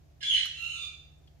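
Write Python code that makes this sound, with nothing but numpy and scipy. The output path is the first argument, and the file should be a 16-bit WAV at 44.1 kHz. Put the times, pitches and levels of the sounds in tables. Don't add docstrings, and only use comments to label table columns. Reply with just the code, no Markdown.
import sys
import numpy as np
from scipy import signal
from scipy.fft import rfft, irfft, next_fast_len
from scipy.io import wavfile
from scipy.ndimage import uniform_filter1d

SR = 44100
rng = np.random.default_rng(int(sys.argv[2]) if len(sys.argv) > 2 else 0)


def int16_out(signal):
    q = np.round(np.clip(np.atleast_2d(signal).T, -1, 1) * 32767)
    wavfile.write(sys.argv[1], SR, q.astype(np.int16))


N = 61739
T = np.arange(N) / SR


def amp(db):
    return 10 ** (np.asarray(db) / 20)


def unit(x):
    return x / np.sqrt(np.mean(x ** 2) + 1e-20)


def read(points, hz):
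    f, value = np.transpose(points)
    return np.interp(np.log(hz + 1), np.log(f + 1), value)


def follow(contour, fade_s=.005):
    times, hz, db, *rest = np.transpose(contour)
    gate = np.clip(np.minimum(T - times[0], times[-1] - T) / fade_s + 1, 0, 1)
    level = gate * amp(np.interp(T, times, db))
    return [np.interp(T, times, hz), level] + [np.interp(T, times, column) for column in rest]


def colour(x, points):
    size = next_fast_len(N + 4096)
    gain = amp(read(points, np.fft.rfftfreq(size, 1 / SR)))
    return irfft(rfft(x, size) * gain, size)[..., :N]


def wobble(rate_hz):
    hz = np.fft.rfftfreq(N, 1 / SR)
    return unit(irfft(rfft(rng.standard_normal(N)) / np.sqrt(1 + (hz / rate_hz) ** 4), N))


def appliance_hum(waver_db=1.0, drift_hz=1.5, pan_db=4):
    # frequency in Hz, level in dB.
    partials = [(64, -63), (79.5, -63.5), (149, -66), (296.1, -82), (368, -83.5), (678.3, -87.5)]
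    out = np.zeros((2, N))
    for hz, db in partials:
        cycles = np.cumsum(hz + drift_hz * wobble(6.7)) / SR + rng.random()
        pan = pan_db * (hz > 100) * np.array([[-1], [1]])
        out += np.sqrt(2) * amp(db + waver_db * wobble(9.7) + pan) * np.sin(2 * np.pi * cycles)
    return out


def room_air(level_db=-61.5):
    # frequency in Hz, gain in dB.
    spectrum = [(15, -16.5), (35, -5), (65, -1), (110, -1), (200, -14.5), (450, -19), (700, -16.5),
                (950, -27.5), (3000, -32), (7000, -34.5), (8300, -43.5), (12000, -42), (14000, -39.5),
                (16000, -52)]
    # frequency in Hz, left-right likeness from 0 to 1.
    likeness = [(30, 1), (100, 0.65), (250, 0.094), (600, 0), (16000, 0.07)]
    left, independent = rfft(rng.standard_normal((2, N)))
    same = read(likeness, np.fft.rfftfreq(N, 1 / SR))
    right = same * left + np.sqrt(1 - same ** 2) * independent
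    return amp(level_db) * unit(colour(irfft(np.array([left, right]), N), spectrum))


def syrinx_phase(hz, jitter, jitter_hz):
    return 2 * np.pi * np.cumsum(hz * (1 + jitter * wobble(jitter_hz))) / SR


def chirp(third_db=-1.5):
    # time in seconds, pitch in Hz, level in dB.
    contour = [(.212, 1668, -57), (.219, 1723, -46), (.232, 1628, -42), (.246, 1654, -67.5)]
    hz, level = follow(contour)
    phase = syrinx_phase(hz, jitter=.044, jitter_hz=460)
    return level * np.sqrt(2) * (np.sin(phase) + amp(third_db) * np.sin(3 * phase))


def bird_call(contour, throat, rasp_colour, jitter, jitter_hz, flutter_db, flutter_hz, buzz_hz=1064.4):
    hz, level, rasp_db, buzz_depth = follow(contour)
    phase = syrinx_phase(hz, jitter, jitter_hz)
    flutter = unit(amp(flutter_db * wobble(flutter_hz)))
    tone = colour(flutter * sum(np.cos(k * phase) for k in range(1, 11)), throat)
    tone /= np.sqrt(uniform_filter1d(tone ** 2, size=900) + 1e-9)
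    tone *= 1 + buzz_depth * np.cos(syrinx_phase(buzz_hz, jitter=.09, jitter_hz=350))
    puffs = flutter * (1 + np.cos(phase)) * rng.standard_normal(N)
    rasp = unit(colour(puffs, rasp_colour))
    rasp_gain = amp(rasp_db)
    return level * (tone + rasp_gain * rasp) / np.sqrt(1 + rasp_gain ** 2)


def squawk():
    # time in seconds, pitch in Hz, level in dB, rasp against tone in dB, buzz depth 0 to 1.
    contour = [(.208, 1599, -45.5, 3.5, 0.5), (.224, 1624, -40, 5, 0.2), (.236, 1670, -31.5, -2, 0.05),
               (.26, 1715, -32, -9.5, 0.1), (.294, 1700, -24, -25, 0.04), (.312, 1570, -25, -30, 0.03),
               (.33, 1500, -26, -17.5, 0.17), (.35, 1515, -22.5, -12.5, 0.06), (.385, 1519, -34.5, 0, 0.73),
               (.44, 1511, -41.5, 4.5, 0.54), (.49, 1420, -65, -5, 0.45)]
    # frequency in Hz, gain in dB.
    throat = [(900, -62.5), (1600, -44), (2300, -9), (2800, 3), (3100, 2), (3450, 2), (3700, -28),
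              (5000, -31), (6300, -18), (6900, -19), (7600, -40.5), (9300, -25), (11000, -42.5),
              (16000, -53.5)]
    rasp_colour = [(400, -45.5), (1050, -34), (1550, -9), (2100, 0), (2450, -0.5), (3050, 4), (3700, 0.5),
                   (4200, 5), (4550, -10.5), (5200, -6), (6600, -12.5), (7500, -15), (9200, -17),
                   (11000, -36), (16000, -41.5)]
    return bird_call(contour, throat, rasp_colour,
                     jitter=.03436, jitter_hz=290, flutter_db=3.5, flutter_hz=175)


def ticks():
    # start in seconds, level in dB, ring in Hz, decay in seconds, snap against ring in dB.
    hits = [(.457, -31, 5920, 0.00078, 4), (0.623, -47, 12500, .0008, 0), (0.66, -56, 11370, 0.0044, 5),
            (1.185, -60, 7700, 0.00096, -11), (1.2745, -49.5, 4510, 0.00067, -16),
            (1.278, -48, 3235, 0.0021, -29)]
    # frequency in Hz, gain in dB.
    snap_colour = [(600, -31), (900, -12), (1300, 3), (6000, 5.5), (9000, -4), (12500, -5.5), (16000, -11)]
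    out = np.zeros(N)
    for start, db, ring_hz, decay_s, snap_db in hits:
        age = np.maximum(T - start, 0)
        envelope = (T > start) * amp(db) * np.exp(-age / decay_s)
        snap = amp(snap_db) * unit(colour(rng.standard_normal(N), snap_colour))
        out += envelope * (np.sin(2 * np.pi * ring_hz * age) + snap)
    return out


def whine():
    # time in seconds, pitch in Hz, level in dB, rasp against tone in dB, buzz depth 0 to 1.
    contour = [(.55, 1339, -46, -8, 0.022), (.595, 1350, -42.5, -13, 0), (.635, 1377, -40, -14.5, 0.0047),
               (.67, 1372, -39.5, -9, 0.0077), (.72, 1372, -42, -6, 0.032), (.755, 1352, -42, -5, 0.0024),
               (.778, 1194, -43.5, -3, 0.0066), (.82, 1200, -40, -10.5, 0.011), (.855, 1191, -38, -13, 0),
               (.875, 1179, -42, -12, 0)]
    # frequency in Hz, gain in dB.
    throat = [(800, -43), (1200, -21), (1400, -18), (1800, -24), (2350, -7.5), (2750, -1), (3150, 3),
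              (3570, 4.5), (4100, -14.5), (4750, -13.5), (5600, -25), (6600, -20.5), (7600, -30),
              (8800, -35), (11000, -43.5), (16000, -32)]
    rasp_colour = [(900, -39), (1300, -3.5), (1750, -32.5), (2650, 4.5), (3300, -23), (4050, 3),
                   (4600, -26), (5300, -22), (5750, -16.5), (6500, -4), (7500, -17), (9000, -13),
                   (11000, -38), (16000, -34)]
    return bird_call(contour, throat, rasp_colour,
                     jitter=.025, jitter_hz=251, flutter_db=2, flutter_hz=202)


def second_tone():
    # time in seconds, pitch in Hz, level in dB.
    contour = [(.58, 2740, -67), (.635, 2770, -37), (.66, 2770, -57), (.692, 2985, -46.5),
               (.75, 2960, -45.5), (.772, 2740, -53), (.8, 2720, -42), (.83, 2715, -72)]
    hz, level = follow(contour)
    return level * np.sqrt(2) * np.sin(syrinx_phase(hz, jitter=.01094, jitter_hz=204))


def room(x, direct_db, early_db, tail_db, early_decay_s, reflections_per_s=1500, right_lag_s=.00009):
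    # frequency in Hz, seconds to fall by 60 dB.
    t60 = [(500, .7), (1400, 0.62), (3000, 0.54), (6000, 0.66), (10000, 0.38), (16000, 0.29)]
    t = np.arange(SR) / SR
    hz, age, bands = signal.stft(rng.standard_normal((2, SR)), SR, nperseg=256)
    decay = amp(-60 * age / read(t60, hz)[:, None])
    tail = signal.istft(bands * decay, SR, nperseg=256)[1][:, :SR]
    tail *= np.minimum(t / .015, 1)
    early = rng.standard_normal((2, SR)) * (rng.random((2, SR)) < reflections_per_s / SR)
    early *= np.exp(-t / early_decay_s) * (t > .001)
    response = (amp(tail_db) * unit(tail) + amp(early_db) * unit(early)) / np.sqrt(SR)
    direct = np.array([x, np.interp(T - right_lag_s, T, x)])
    return amp(direct_db) * direct + signal.fftconvolve(x[None], response, axes=1)[:, :N]


def scene():
    # frequency in Hz, gain in dB.
    small_body = [(950, -13), (1150, 0)]
    # frequency in Hz, left minus right in dB.
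    balance = [(1000, -2), (2500, -3.5), (4500, -1.5), (8000, 2), (16000, -0.5)]
    bird = colour(chirp() + squawk() + whine() + second_tone(), small_body)
    left, right = room(bird, direct_db=-7.5, early_db=-3, tail_db=-2.5, early_decay_s=.009)
    left = colour(left, np.array(balance) * [1, .5])
    right = colour(right, np.array(balance) * [1, -.5])
    toy = colour(ticks(), small_body)
    close_toy = room(toy, direct_db=-4.5, early_db=-7.5, tail_db=-14, early_decay_s=.0089)
    return np.array([left, right]) + close_toy + room_air() + appliance_hum()


def record(dry):
    lowpass = signal.firwin(511, cutoff=15750, window=("kaiser", 9), fs=SR)
    return signal.oaconvolve(dry, lowpass[None], "same")


dry = scene()
out = record(dry)
int16_out(out)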